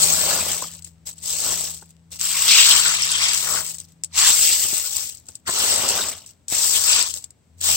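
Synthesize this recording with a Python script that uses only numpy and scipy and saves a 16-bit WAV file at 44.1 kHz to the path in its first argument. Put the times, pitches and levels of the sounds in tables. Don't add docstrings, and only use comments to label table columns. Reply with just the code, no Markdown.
import sys
import numpy as np
from scipy import signal
from scipy.fft import rfft, irfft, next_fast_len
from scipy.io import wavfile
from scipy.ndimage import uniform_filter1d, map_coordinates

SR = 44100
rng = np.random.default_rng(int(sys.argv[2]) if len(sys.argv) > 2 else 0)


def unload_wav(signal):
    wavfile.write(
        sys.argv[1],
        SR,
        np.round(np.clip(np.atleast_2d(signal).T, -1, 1) * 32767).astype(np.int16),
    )


N = 342216
TIME = np.arange(N) / SR
TOP_HZ = 15950


def amp(db):
    return 10 ** (np.asarray(db) / 20)


def unit(x):
    return x / np.sqrt(np.mean(x ** 2) + 1e-20)


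def curves(rows):
    s, *cols = np.transpose(rows)
    return [np.interp(TIME, s, c) for c in cols]


def wobble(rate):
    knots = rng.standard_normal(int(N * rate / SR) + 4)
    return map_coordinates(knots, [TIME * rate])


def colour(x, points, power=1):
    m = 2 * next_fast_len(N // 2 + 8192)
    hz, db = np.transpose(points)
    log_hz = np.log(np.fft.rfftfreq(m, 1 / SR) + 1)
    log_gain = np.log(amp(np.interp(log_hz, np.log(hz), db)))
    cepstrum = irfft(power * log_gain, m)
    cepstrum[1:m // 2] *= 2
    cepstrum[m // 2 + 1:] = 0
    return irfft(rfft(x, m) * np.exp(rfft(cepstrum)), m)[..., :N]


def add(track, s, sound):
    part = track[:, max(round(s * SR), 0):][:, :sound.shape[1]]
    part += sound[:, :part.shape[1]]


def noise_band(low_hz, high_hz, shape):
    b, a = signal.butter(2, [low_hz, high_hz], "band", fs=SR)
    return signal.lfilter(b, a, rng.standard_normal(shape))


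# frequency in Hz, relative level in dB.
SAND_TONE = [(3000, -16.5), (7000, -3.5), (11000, 4), (16000, 6)]
GRIT_TONE = [(1200, -45.5), (3000, -9.5), (4800, -2), (8000, -0.5), (11000, -4.5), (16000, -8)]
PEBBLE_TONE = [(900, -31), (1800, -10.5), (2700, -4.5), (4200, -2), (6000, 3), (10000, -32)]
STONE_TONE = [(400, -32.5), (800, -7.5), (1150, 0), (1500, -1), (1900, -1), (2800, -13), (5000, -33)]
SCREEN_TONE = [(40, -26), (90, -0.5), (160, -2), (300, -6), (620, 2), (850, 1), (1400, -1), (3000, -41)]
BOOM_TONE = [(30, -25.5), (55, -13), (82, 3.5), (110, -10.5), (170, -10), (300, -29.5)]
UNEVEN_DB, UNEVEN_RATE = 1.0, 28
SNAP_RATE, SNAP_LIFE_S, SNAP_SCATTER_DB = 45, .00028, 3.5


def raking():
    push, on_sand, on_pebbles, on_stones, on_screen = effort()
    busy = np.clip(push / amp(-24), .03, 3) ** .6

    slip = jolts(190 * np.sqrt(busy), life=0.004, scatter_db=0.8, smooth=1.1 * np.sqrt(busy))

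    scratch = jolts(900 * busy, life=0.00064, scatter_db=2.0, smooth=.5)
    sand = on_sand * unit(colour(scratch * rng.standard_normal((2, N)), SAND_TONE))

    grit = impacts(8000 * busy, hz=6640, spread=.35, cycles=1.7, scatter_db=0.0, width_s=.00008, size=96)
    grit = push * amp(-1.5) * patchy(colour(grit, GRIT_TONE), depth_db=2.0)

    pebbles = impacts(3500 * busy, hz=3122, spread=.35, cycles=4.5, scatter_db=0.0, width_s=.00006, size=256)
    pebbles = on_pebbles * patchy(colour(pebbles, PEBBLE_TONE), depth_db=2.5)

    stones = impacts(1600 * busy, hz=1343, spread=.35, cycles=3.7, scatter_db=1.5, width_s=.00009, size=500)
    stones = on_stones * patchy(colour(stones, STONE_TONE), depth_db=2.5)

    screen = impacts(1100 * busy, hz=580, spread=.6, cycles=2.0, scatter_db=2.5, width_s=.00009, size=600)
    screen = on_screen * unit(colour(screen, SCREEN_TONE))

    boom_level = amp(-52.5) * (on_screen / amp(-46.5)) ** 0.31
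    boom = boom_level * unit(colour(rng.standard_normal(N), BOOM_TONE))

    edges = push / np.maximum(busy, 1) * snaps(SNAP_RATE * busy ** .3, SNAP_LIFE_S, SNAP_SCATTER_DB)

    gravel = slip * (sand + grit) + slip ** 0.46 * (pebbles + stones) + slip ** 0.52 * screen + edges
    gravel *= amp(UNEVEN_DB * wobble(UNEVEN_RATE))
    reach = np.clip(curves(HAND_PLACE)[0] / 0.00011, 0, 1)
    return gravel * amp(np.outer([1, -1], 1.2 * reach - .5)) + boom


# start in s, attack in s, lift in s, release in s, push in dB, sag in dB per s, then levels
# in dB relative to the push of sand, pebbles, big stones and screen.
HAND_STROKES = [(-0.08, 0.021, .47, 0.44, -16.5, 16, 3.5, -5.5, -14.5, -11),
                (1.213, .07, 1.599, 0.32, -21, 14, 2, -10.5, -21, -17),
                (2.185, .025, 2.656, .45, -25.5, -8, 4.5, -2, -11, -23),
                (2.68, 0.099, 3.227, 0.43, -26.5, 0, -5, 3.5, -9.5, -22),
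                (3.29, .04, 3.535, .37, -25.5, 5, 4, -7.5, -17.5, -18),
                (4.15, 0.089, 4.99, 0.29, -13, 19.5, 3.5, -8, -24, -25),
                (5.462, .07, 6.03, .27, -19, 13, 1, -2.5, -10.5, -9),
                (6.483, 0.031, 6.837, .2, -20.5, 1, 2.5, -8.5, -20, -20.5),
                (7.603, 0.042, 7.73, .3, -18.5, -0.5, 4, -3.5, -13, -15.5)]
# crest in s, rise in s, fall in s, push in dB, then levels in dB relative to the push of sand,
# pebbles, big stones and screen.
GRAVEL_HEAPS = [(.32, 0.064, 0.083, -30, -13, 0, -5.5, -3), (1.5, 0.057, 0.048, -36, -10, -1, -5.5, -3.5),
                (2.55, .055, .17, -16, -7.5, 3, -17, -35.5), (2.76, .06, 0.042, -22, -10.5, -6, -8, -21.5),
                (2.875, .025, 0.058, -21.5, -12, -3, -7.5, -22),
                (3.11, .012, 0.029, -28, -18, -18, -19.5, -36),
                (3.235, .018, 0.093, -24.5, -13, 0.5, -11, -23),
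                (3.54, .07, 0.059, -28.5, -5.5, -3.5, -3.5, -11),
                (4.22, .035, .08, -17.5, -10.5, -0.5, -9.5, -33.5),
                (4.45, .03, 0.058, -22, 3.5, -2, -26, -32), (5.487, .012, .015, -29, -8.5, 0.5, -2, -11.5),
                (5.67, .03, .03, -26, 2, -12.5, -32.5, -31), (5.88, .12, .13, -33, -4, -5, -12, -3.5),
                (6.54, .02, 0.067, -29, 2.5, -0.5, -11, -14), (6.76, 0.017, 0.027, -23, 2, 0, -17, -20),
                (6.96, .075, 0.067, -19, -10, -3, -13.5, -23.5)]
# start in s, length in s, push in dB.
LIGHT_TOUCHES = [(0.714, 0.038, -39), (.84, 0.034, -43), (1.053, .04, -33), (1.15, 0.064, -47.5),
                 (1.868, .035, -54), (2.104, 0.059, -37), (3.67, 0.038, -35), (3.774, 0.037, -43),
                 (3.87, .035, -52), (4.133, .04, -34), (5.25, 0.072, -50), (5.334, .025, -50.5),
                 (6.255, 0.044, -47), (7.04, .075, -32), (7.129, 0.047, -32), (7.203, .04, -48),
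                 (7.57, .03, -54)]
# grit, sand, pebbles, big stones and screen, in dB relative to its push.
TOUCH_BALANCE = [0, -1, -12, -26.5, -24]
# grit, sand, pebbles, big stones and screen,
# in dB per unit of shallowness.
SHALLOW_BALANCE = [0, -3.5, -4, -8, -10.5]
DIG_S = 0.28
RELEASE_DB = 40
RUN_ON_DB, RUN_ON_S = -14.5, .075
TOUCH_ATTACK_S, TOUCH_FADE_S = .012, .018


def effort():
    power = np.full((5, N), 1e-12)

    for start, attack, lift, release, db, sag, *mix_db in HAND_STROKES:
        age = np.maximum(TIME - start, 0)
        leaving = np.maximum(TIME - lift, 0) / release
        fading = amp(-RELEASE_DB * leaving ** 2)
        run_on = amp(RUN_ON_DB) * np.exp(-leaving * release / RUN_ON_S) * (leaving < 1)
        push = (1 - np.exp(-age / attack)) * amp(db - sag * age) * np.maximum(fading, run_on)
        on = push > 1e-6
        shallow_db = np.outer(SHALLOW_BALANCE, np.exp(-age[on] / DIG_S) + leaving[on])
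        layer_db = np.array([0, *mix_db])[:, None] + shallow_db
        power[:, on] += (push[on] * amp(layer_db)) ** 2

    for crest, rise, fall, db, *mix_db in GRAVEL_HEAPS:
        away = (TIME - crest) / np.where(TIME < crest, rise, fall)
        on = abs(away) < 5
        push = amp(db) * np.exp(-.5 * away[on] ** 2)
        power[:, on] += np.outer(amp([0, *mix_db]), push) ** 2

    for s, length, db in LIGHT_TOUCHES:
        age = np.clip(TIME - s, 0, 1)
        fade = np.exp(-np.maximum(age - length, 0) / TOUCH_FADE_S)
        push = amp(db) * (1 - np.exp(-age / TOUCH_ATTACK_S)) * fade
        power += np.outer(amp(TOUCH_BALANCE), push) ** 2
    return np.sqrt(power)


def jolts(rate, life, scatter_db, smooth):
    starts = rng.random(N) < rate / SR
    strength = amp(scatter_db * np.clip(rng.standard_normal(N), -2, 2)) ** 2
    power = signal.lfilter([1], [1, -np.exp(-1 / (life * SR))], starts * strength / rate)
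    power = power / power.mean() + smooth
    return np.sqrt(power / uniform_filter1d(power, size=2600))


# time in s, lead of the left microphone in s.
HAND_PLACE = [(0, -.00016), (.9, .00008), (1.2, -.00007), (1.9, 0), (2.2, -.00007), (3.05, .00023),
              (3.8, .00007), (4.2, -.00009), (5.1, .00014), (5.46, -.0002), (6.1, 0), (6.5, .00002),
              (7.1, .00022), (7.6, -.00018)]


def impacts(rate, hz, spread, cycles, scatter_db, width_s, size):
    at = np.flatnonzero(rng.random(N) < rate / SR)
    pitch, weight, side, phase, spot = rng.standard_normal((len(at), 5)).T[:, :, None]
    f = np.clip(hz * np.exp(spread * pitch), 60, TOP_HZ)
    turns = f * np.arange(size) / SR
    level = amp(scatter_db * np.minimum(weight, 2)) * np.sqrt(f / rate[at, None])
    ring = level * np.exp(-turns / cycles)
    lag = f * (curves(HAND_PLACE)[0][at, None] + width_s * spot)
    where = (at[:, None] + np.arange(size)).ravel()
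    ears = []
    for ear in (1, -1):
        sound = ring * amp(ear * 2 * side) * np.sin(2 * np.pi * (turns + phase + ear * lag / 2))
        ears.append(np.bincount(where, sound.ravel(), N + size)[:N])
    return unit(np.array(ears))


def patchy(x, depth_db):
    z = signal.stft(x, nperseg=256)[2]
    field = rng.standard_normal(z.shape[1:])
    field = uniform_filter1d(field, size=3, axis=0)
    field = uniform_filter1d(field, size=12, axis=1)
    return unit(signal.istft(z * amp(depth_db * unit(field)), nperseg=256)[1][:, :N])


# frequency in Hz, gain in dB.
SNAP_TONE = [(1000, -12), (4000, 5.5), (9000, 10), (12000, 15.5), (16000, 14.5)]


def snaps(rate, life, scatter_db):
    flicks = (rng.random(N) < rate / SR) * amp(scatter_db * np.clip(rng.standard_normal(N), -2, 2))
    decay = signal.lfilter([1], [1, -np.exp(-1 / (life * SR))], flicks)
    return colour(decay * rng.standard_normal((2, N)), SNAP_TONE)


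# start in s, level in dB before the common trim, pitch in Hz.
STONE_SKIDS = [(2.5419, -7.5, 2621), (2.5773, -1, 2760), (2.7049, -2, 3170), (2.7667, -7.5, 3077),
               (2.8476, -11, 1480), (3.0217, -6, 5356), (3.252, -12, 4970), (6.925, -4.5, 4919),
               (7.0022, -9, 4980), (7.0516, -21, 3500)]


def skids(gain_db=-12, length=0.009, width=0.059):
    out, t = np.zeros((2, N)), np.arange(SR // 12) / SR
    swell = (t / length) ** 2 * np.exp(2 - 2 * t / length)
    for s, db, hz in STONE_SKIDS:
        ring = noise_band(hz * np.exp(-width), hz * np.exp(width), (2, len(t)))
        add(out, s, amp(db + gain_db) * swell * unit(ring))
    return out


# start in s, strike in dB before hardness and tone.
PEBBLE_CLICKS = [(0.8222, -28), (0.845, -22), (1.9046, -37), (2.1954, -22), (2.2123, -8), (3.0214, -9.5),
                 (3.118, -8.5), (3.347, -6.5), (3.7435, -20), (3.7837, -23), (3.8003, -19.5), (4.0364, -11),
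                 (4.0447, -14.5), (4.7571, -12), (4.9662, -13), (5.2856, -21.5), (5.3532, -21.5),
                 (5.7608, -10), (5.889, -4.5), (6.2619, -26.5), (6.482, -15.5), (7.0868, -15.5),
                 (7.1394, -12.5), (7.1514, -29), (7.1808, -23), (7.2406, -19), (7.305, -32), (7.6118, -16)]
# frequency in Hz, gain in dB.
CLICK_TONE = [(200, -12), (1200, -22.5), (3000, -9.5), (5000, 0), (8000, 4), (16000, -10.5)]
CLICK_ATTACK_S = 0.00084
SOFT_CLICK_DB, HARD_CLICK_DB = -16.5, -9


def clicks(soft_t60=.016, hard_t60=0.0057, hard_gain_db=6, chatter_t60=0.069, chatter_db=-18):
    out, t = np.zeros((2, N)), np.arange(SR // 20) / SR
    for s, db in PEBBLE_CLICKS:
        hard = np.clip((db - SOFT_CLICK_DB) / (HARD_CLICK_DB - SOFT_CLICK_DB), 0, 1)
        t60 = soft_t60 * (hard_t60 / soft_t60) ** hard
        crack, chatter = rng.standard_normal((2, 2, len(t)))
        crack *= amp(hard * hard_gain_db - 60 * t / t60)
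        chatter = signal.lfilter([.5, .5], 1, chatter) * amp(chatter_db - 60 * t / chatter_t60)
        attack = 1 - np.exp(-t / (CLICK_ATTACK_S * t60 / soft_t60))
        add(out, s, (crack + chatter) * amp(db) * attack)
    return colour(out, CLICK_TONE)


# start in s, ring in dB, pitch in Hz, thud in dB; levels before the decay and the soft attack.
STONE_KNOCKS = [(0.622, -17, 1040, -31), (0.641, -24, 1220, -40), (1.823, -34, 898, -41),
                (4.299, -28, 999.5, -31), (4.648, -31, 1198, -32), (4.728, -32, 690, -29.5),
                (5.288, -49, 1560, -43.5), (5.477, -30, 1079, -31.5), (5.489, -18.5, 1036, -21.5),
                (6.523, -23, 719, -29.5)]


def knocks(t60=0.022, thud_t60=0.046):
    out, t = np.zeros((2, N)), np.arange(SR // 10) / SR
    attack = 1 - np.exp(-t / 0.0012)
    for s, ring_db, hz, thud_db in STONE_KNOCKS:
        ring = np.sin(2 * np.pi * hz * t) * amp(ring_db - 60 * t / t60)
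        thud = unit(noise_band(70, 1000, len(t))) * amp(thud_db - 60 * t / thud_t60)
        add(out, s, np.tile((ring + thud) * attack, (2, 1)))
    return out


def scatter(x, wet_db=-16):
    t = np.arange(SR // 6) / SR
    tail = rng.standard_normal((2, len(t))) * amp(-60 * t / .075) * (t > .001)
    tail /= np.linalg.norm(tail[0])
    return x + amp(wet_db) * signal.fftconvolve(x, tail, axes=1)[:, :N]


# frequency in Hz, relative level in dB.
WATER_TONE = [(20, -27.5), (45, -11), (65, 5.5), (110, 11), (170, 2.5), (240, 5), (350, -6), (620, -11),
              (1200, -21), (4000, -25), (16000, -31)]
# time in s, level in dB.
TRICKLE_LEVEL = [(0, -80.5), (4, -79), (7.4, -85.5)]


def water():
    wash = rng.standard_normal(N) + colour(rng.standard_normal((2, N)), [(200, -5.5), (900, 7.0)])
    wash = amp(-60 + 0.5 * wobble(6.8)) * unit(colour(wash, WATER_TONE))
    drips = (rng.random((2, N)) < 150 / SR) * rng.standard_normal((2, N)) ** 3
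    drips = colour(drips, [(800, -20.5), (2500, 6.0), (5000, 3.5), (8000, -2.0), (16000, -6.0)])
    trickle = amp(curves(TRICKLE_LEVEL)[0] + 1.5 * wobble(12)) * unit(drips)
    return wash + trickle


# time in s, lower tone in dB, upper tone in dB.
HUM_LEVEL = [(0, -44, -38), (1, -58, -53.5), (1.6, -53, -47.5), (2, -55, -53.5), (3, -54, -49),
             (4.3, -58, -55), (4.7, -60.5, -67.5), (7.45, -66, -73.5), (7.7, -45, -53)]
HUM_HZ = 82.2


def low_hum():
    lower_db, upper_db = curves(HUM_LEVEL)
    turn = 2 * np.pi * np.cumsum(HUM_HZ * (1 + 0.0098 * wobble(2.7))) / SR
    lower = amp(lower_db + 4 * wobble(10)) * np.sin(turn + wobble(11.0))
    upper = amp(upper_db + wobble(5)) * np.sin(2 * turn)
    return lower + upper


def scene():
    return scatter(raking() + skids() + clicks() + knocks()) + water() + low_hum()


# frequency in Hz, gain in dB.
OVERALL_TONE = [(5500, 0), (7000, 0), (7800, 9.5), (8400, 4), (9300, -5), (10400, -16.5), (12000, -9),
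                (15000, -3.5)]
# frequency in Hz, difference in dB.
LEFT_OVER_RIGHT = [(100, 4.3), (500, 1.6), (1200, 2), (2500, 1), (5000, 2.8), (7800, 6.8), (10000, 9),
                   (15000, 4.8)]


def record(dry):
    left, right = colour(dry, OVERALL_TONE)
    left = colour(left, LEFT_OVER_RIGHT, power=.5)
    right = colour(right, LEFT_OVER_RIGHT, power=-.5)
    x = np.clip([left, right], -1, 1)
    return signal.fftconvolve(x, signal.firwin(301, TOP_HZ, fs=SR)[None], "same", axes=1)


dry = scene()
out = record(dry)
unload_wav(out)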